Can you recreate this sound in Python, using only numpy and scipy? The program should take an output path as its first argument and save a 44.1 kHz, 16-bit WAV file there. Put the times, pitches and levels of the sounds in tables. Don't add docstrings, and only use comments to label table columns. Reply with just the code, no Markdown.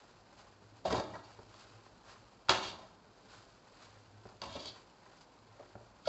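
import sys
import numpy as np
from scipy import signal
from scipy.fft import rfft, irfft, next_fast_len
from scipy.io import wavfile

SR = 44100
rng = np.random.default_rng(int(sys.argv[2]) if len(sys.argv) > 2 else 0)


def master_out(mix):
    frames = np.transpose(np.atleast_2d(mix))
    ceiling = np.clip(frames, -1, 1)
    pcm = np.round(ceiling * 32767).astype(np.int16)
    wavfile.write(sys.argv[1], SR, pcm)


def volts_from_db(level):
    exponent = np.asarray(level, float) / 20
    return 10 ** exponent


N = 268107

# pitch_hz, width_hz, level_db
STAND_MODES = [(73, 14, 0), (113.4, 20, 2), (182, 12, -19), (207, 86, -1.5), (288, 24, -0.5), (336, 7.5, 3)]
# pitch_hz, width_hz, level_db
BOWL_MODES = [(213, 19, -9), (290, 48, -0.5), (379, 9.7, 11), (437, 92, -5), (590, 38, 6), (652, 21, 3.5),
              (762, 27, -2), (873.5, 300, -1.5), (941, 34, 2.5), (1000, 74, 5), (1103, 62, -1),
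              (1288, 57, -1), (1360, 210, -4.5), (1411, 67, -2), (1650, 120, -7), (1910, 37, -2),
              (2295, 210, -14.5)]
# pitch_hz, width_hz, level_db
BLADE_MODES = [(2258, 65, -4.5), (2440, 45, -22), (2640, 66, -8), (2790, 55, -12), (3240, 110, -8),
               (3353, 210, -0.5), (3750, 97, -6.5), (3900, 140, -6), (4514, 350, 0.5), (4423, 94, -8),
               (4940, 81, -3.5), (5960, 140, -18), (6150, 390, -14), (6400, 240, -13), (7970, 220, -21.5)]
# pitch_hz, width_hz, level_db
RASP_BANDS = [(2800, 1400, -4.5), (3600, 920, -1.5), (4530, 270, 0), (6300, 1200, -24.5)]
# start_s, length_s, pressure_db, edge_over_bowl_db,
# place_hz (bowl pitch favoured by the contact place)
DRAGS = [(0.859, 0.024, -41.5, -8.5, 680), (0.908, .095, -35.5, -11.5, 600), (1.034, 0.16, -54, -9.5, 600),
         (1.137, 0.034, -49.5, -26, 800), (1.235, 0.028, -62.5, -6.5, 810), (2.504, 0.004, -27, -4.5, 918),
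         (2.535, 0.092, -41.5, -1, 920), (2.632, 0.05, -45, -1.5, 930), (2.716, 0.079, -53.5, -4, 746),
         (2.819, 0.13, -61, -7, 694), (4.425, .015, -48, -4.5, 820), (4.461, 0.065, -53, -2.5, 660),
         (4.534, 0.015, -62, 9.5, 700), (4.561, 0.013, -47.5, -8, 630), (4.596, 0.063, -54, 4.5, 600),
         (4.666, 0.025, -57, 7.5, 656), (4.707, 0.074, -67.5, 1.5, 700), (6.057, .03, -57.5, 6.5, 644)]


def scrapes():
    bite_s, sag_db_per_s, lift_db_per_s = 0.012, 58.5, 334
    slips = grains(6000 * volts_from_db(1.5 * drift(90)), spread_db=2.0)
    start_s, length_s, pressure_db, edge_db, place_hz = np.transpose(DRAGS)[:, :, None]
    press_db = pressure_db + peaked(start_s, 20 / bite_s, sag_db_per_s)
    press_db = press_db + peaked(start_s + length_s, 0, lift_db_per_s)
    press = summed(press_db) + 1e-12
    mean_place_hz = (summed(press_db + 20 * np.log10(place_hz)) + 1e-9) / press

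    bare = np.clip(0.87 + 0.73 * edge_db, 0.01, 1)
    ring_gain = summed(press_db + edge_db + 20 * np.log10(bare))
    rasp_gain = summed(press_db + edge_db + 10 * np.log10(1 - bare ** 2 + 1e-6))
    shake_gain = summed(press_db - 3.5 - 12.5 * np.log2(place_hz / 600))

    stand = shake_gain * body(slips, STAND_MODES, wander_db=4.0)
    bowl = press * body(slips, BOWL_MODES, wander_db=1.8, place_hz=np.clip(mean_place_hz, 300, 2000))
    ring = ring_gain * body(slips, BLADE_MODES, wander_db=1.5)
    rasp = rasp_gain * body(slips, RASP_BANDS, wander_db=4.0)
    return stand + bowl + ring + rasp


# start_s, peak_db, thud_hz (centre of the thud), brightness_db,
# blade_hz (blade pitch favoured)
TAPS = [(.9254, -23, 500, -2.5, 4230), (1.153, -38, 900, -10.5, 4960), (1.54, -49.5, 1000, -2, 4500),
        (1.999, -61, 1000, -10, 4500), (2.485, -28.5, 1510, -4, 3030), (2.494, -16, 1300, -0.5, 3900),
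        (4.289, -54, 1400, 0.5, 6500), (4.4165, -37.5, 950, 6.5, 4970), (4.436, -41, 790, 3.5, 3140),
        (4.656, -48, 517, 15, 4500), (5.21, -56, 890, 6, 5500)]
THUMPS = [(.8525, -24, 720, -14, 4600), (.902, -33, 1090, -7, 3500), (.944, -27, 740, -12, 4500),
          (.997, -31.5, 590, -1.5, 4600), (1.245, -56, 900, -8, 4500), (2.4925, -22.5, 1000, 9, 4950),
          (2.752, -51, 775, -21, 4470), (2.785, -46, 720, -21, 4500), (2.83, -50, 663, -19, 4500),
          (4.553, -36.5, 560, -4, 4600), (5.596, -43, 553, -15, 4500), (5.802, -53.5, 550, -14, 4500)]
CATCHES = [
    (1.136, -49, 1910, -28, 3280),
    (6.055, -42.5, 1420, -8, 3600),
    (6.072, -16.5, 590, -16, 4520),
]
JOLTS = [
    (.62, -55.5, 220, -31, 4630),
    (1.39, -42, 600, -13, 4500),
    (4.2545, -41, 550, -25, 4500),
    (5.7539, -38, 590, -36, 4500),
]


def knocks():
    out = np.zeros(N + SR)
    # blows, t60_s, contact_ms, push on the stand in dB
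    kinds = ((TAPS, 0.046, 0.5, -40), (THUMPS, 0.041, 3.6, -41),
             (CATCHES, 0.21, 5.0, -57), (JOLTS, 0.04, 0.25, -14))
    for blows, t60_s, contact_ms, push_db in kinds:
        for start_s, peak_db, thud_hz, bright_db, blade_hz in blows:
            sound = blow(thud_hz, bright_db, blade_hz, t60_s, contact_ms, push_db)
            out[round(start_s * SR):][:len(sound)] += volts_from_db(peak_db) * sound
    return out[:N]


def blow(thud_hz, bright_db, blade_hz, t60_s, contact_ms, push_db):
    t = np.arange(SR // 4) / SR
    low_hz = np.array(BOWL_MODES)[:, :1]
    high_hz, high_db = np.array(BLADE_MODES)[:, :1], np.array(BLADE_MODES)[:, 2:]

    focus_db = 8.8 + 5.4 * contact_ms
    near_db = -focus_db * np.abs(np.log2(low_hz / thud_hz)) + rng.normal(0, 1.6, low_hz.shape)
    lasting_s = t60_s * (600 / low_hz) ** 0.71
    low_phase = rng.normal(0, 0.71, low_hz.shape)
    low_waves = np.sin(2 * np.pi * low_hz * t + low_phase)
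    thud = np.sum(volts_from_db(near_db - 60 * t / lasting_s) * low_waves, axis=0)
    thud *= 1 - np.exp(-t / (0.0031 * contact_ms))

    shine_db = high_db - 6.5 * np.abs(np.log2(high_hz / blade_hz)) + rng.normal(0, 1, high_hz.shape)
    high_waves = np.sin(2 * np.pi * high_hz * t + rng.uniform(0, 2 * np.pi, high_hz.shape))
    shine = np.sum(volts_from_db(shine_db - 60 * t / (0.64 * t60_s)) * high_waves, axis=0)
    crack = signal.lfilter([0.5], [1, -0.5], rng.standard_normal(len(t))) * np.exp(-t / 0.0028)
    bright = (shine / np.abs(shine).max() + 0.69 * crack) * (1 - np.exp(-t / 0.00079))

    push = 0
    for hz, _, db in STAND_MODES[1:4]:
        push = push + volts_from_db(db - 60 * t / 0.24) * np.sin(2 * np.pi * hz * t)
    return thud / np.abs(thud).max() + volts_from_db(bright_db) * bright + volts_from_db(push_db) * push


# pitch_hz, density_db (dB per Hz)
SIZZLE_SPECTRUM = [(880, -2), (1500, 3.5), (2050, -27.5), (2290, 0), (2470, -2.5), (4050, -5.5),
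                   (4740, 0.5), (5510, -9.5), (7280, -7.5), (7820, -17), (8280, -42.5), (10800, -65.5),
                   (18200, -120)]
# peak_s, hiss_db, length_s, clatter_over_hiss_db (on the bowl)
HEAPS = [(0.0, -66.5, 0.42, -1), (0.331, -64, 0.02, 1), (0.393, -57, 0.065, -9), (0.473, -69, 0.16, 3),
         (0.769, -66.5, .05, 0), (1.309, -63, 0.16, -4), (1.425, -70, 0.094, -5), (1.6, -60, 0.37, -5),
         (1.864, -66, 0.033, 2), (2.103, -57.5, 0.15, -0.5), (2.256, -73, 0.48, -1), (3.058, -84, .03, 8),
         (3.217, -79, .06, 2), (3.335, -58.5, 0.25, -6), (3.677, -63.5, 0.024, 2), (3.82, -59.5, 0.26, -4),
         (3.959, -70, 0.028, 11.5), (4.287, -68, 0.3, -1.5), (4.77, -63, 0.13, -1.5), (4.9, -67, 0.017, -7),
         (5.071, -67, 0.17, 4.5), (5.214, -63, 0.04, -5), (5.162, -66, 0.13, -11), (5.606, -69, 0.23, 6),
         (5.843, -81.5, 0.1, 15.5)]


def rice():
    peak_s, hiss_db, length_s, clatter_db = np.transpose(HEAPS)[:, :, None]
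    heap_db = hiss_db + peaked(peak_s, 17 / (0.61 * length_s), 17 / length_s)

    pops = 1.7 * grains(60, spread_db=3.0)
    surge = volts_from_db(2.1 * drift(41))
    spits = [grains(6000 * surge, spread_db=3.0) + pops for _ in range(2)]
    steady = np.hypot(volts_from_db(-70.5), volts_from_db(-75.5))
    sizzle = np.hypot(steady, summed(heap_db)) * colour(spits, SIZZLE_SPECTRUM, patchy_db=0.15)

    clatter = np.hypot(volts_from_db(-76), summed(heap_db + clatter_db))
    patter = clatter * body(grains(1500, spread_db=4.5), BOWL_MODES[4:], wander_db=2.5)
    return sizzle + patter


def kitchen(x):
    size = next_fast_len(N + SR)
    hz = np.arange(size // 2 + 1) * SR / size
    t60_s = 0.48 / np.sqrt(1 + (hz / 3000) ** 2)
    echo = 0
    for k, lag_s in enumerate(rng.uniform(0.008, 0.04, size=10)):
        loop = volts_from_db(-60 * lag_s / t60_s) * np.exp(-2j * np.pi * hz * lag_s)
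        echo = echo + (-1) ** k * loop / (1 - loop)
    return irfft(rfft(x, size) * echo, size)[:N]


# pitch_hz, density_db (dB per Hz)
MURMUR_SPECTRUM = [(15, -43), (25, -14), (54, -2.5), (75, -26), (106, -8), (136, -10.5), (386, -10.5),
                   (505, -12), (636, -13.5), (687, -14), (787, -10.5), (2500, -33), (3250, -64),
                   (5500, -120)]


def fan():
    murmur = volts_from_db(-64) * colour(rng.standard_normal((2, N)), MURMUR_SPECTRUM, patchy_db=1.7)
    boom_hz, boom_width_hz = 104.9, 14
    boom = resonate(rng.standard_normal(N), boom_hz, boom_width_hz)
    boom = rms_one(resonate(boom, boom_hz, boom_width_hz))
    boom = volts_from_db(-71 + 5 * drift(2.8)) * boom
    hum_hz = 42
    hum = volts_from_db(-74.5) * np.sin(2 * np.pi * hum_hz * np.arange(N) / SR + 0.073 * drift(0.79))
    return murmur + boom + hum


def grains(per_s, spread_db):
    sizes = volts_from_db(spread_db * np.minimum(rng.exponential(1, N), 5)) * rng.choice([-1, 1], N)
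    return sizes * (rng.random(N) < per_s / SR) + 1e-18


def resonate(x, hz, width_hz):
    r = np.exp(-np.pi * width_hz / SR)
    poles = [1, -2 * r * np.cos(2 * np.pi * hz / SR), r * r]
    return signal.lfilter([(1 - r * r) / 2, 0, (r * r - 1) / 2], poles, x)


def body(x, modes, wander_db, place_hz=None):
    out, power = 0, 0
    for k, (hz, width_hz, db) in enumerate(modes):
        octaves_off = 0 if place_hz is None else np.abs(np.log2(hz / place_hz))
        share = volts_from_db(db - 4.4 * octaves_off) * np.sqrt(width_hz)
        late = np.roll(x, 97 * k * k % 401)
        out = out + share * volts_from_db(wander_db * drift(21)) * rms_one(resonate(late, hz, width_hz))
        power = power + share ** 2
    return out / np.sqrt(power)


def colour(x, spectrum, patchy_db):
    hz, db = np.transpose(spectrum)
    edges = 25 * 2 ** np.arange(0, 8.7, 1 / 3)
    out = 0
    for k, (low, high) in enumerate(zip(edges, edges[1:])):
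        band_filter = signal.butter(2, [low, high], "band", fs=SR, output="sos")
        band = signal.sosfilt(band_filter, x[k % 2])
        level_db = np.interp(np.log(low * high) / 2, np.log(hz), db)
        out = out + band * volts_from_db(level_db + patchy_db * drift(12.0))
    return rms_one(out)


def drift(rate_hz):
    r = np.exp(-80 * np.pi * rate_hz / SR)
    slow = signal.lfilter([1], [1, -2 * r, r * r], rng.standard_normal(N // 40 + 2002))[2000:]
    return np.interp(np.arange(N) / 40, np.arange(len(slow)), rms_one(slow))


def peaked(peak_s, rise_db_per_s, fall_db_per_s):
    late_s = np.arange(0, N, 32) / SR - peak_s
    return -np.maximum(-rise_db_per_s * late_s, fall_db_per_s * late_s)


def summed(db):
    power = np.sum(volts_from_db(2 * db), axis=0)
    return np.interp(np.arange(N) / 32, np.arange(len(power)), np.sqrt(power))


def rms_one(x):
    return x / np.sqrt(np.mean(x ** 2) + 1e-20)


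def scene():
    wok = scrapes() + knocks()
    return (wok + volts_from_db(-17.5) * kitchen(wok) + rice() + fan())[None]


def roll_off(x):
    return signal.sosfilt(signal.butter(12, 8430, fs=SR, output="sos"), x)


def record(dry):
    cutoff_hz = 8445
    treble_cut = signal.cheby2(14, 70, 1.055 * cutoff_hz, fs=SR, output="sos")
    bass_cut = signal.butter(2, 48, "high", fs=SR, output="sos")
    mix = signal.sosfilt(bass_cut, signal.sosfilt(treble_cut, dry))
    return roll_off(mix)


dry = scene()
out = record(dry)
master_out(out)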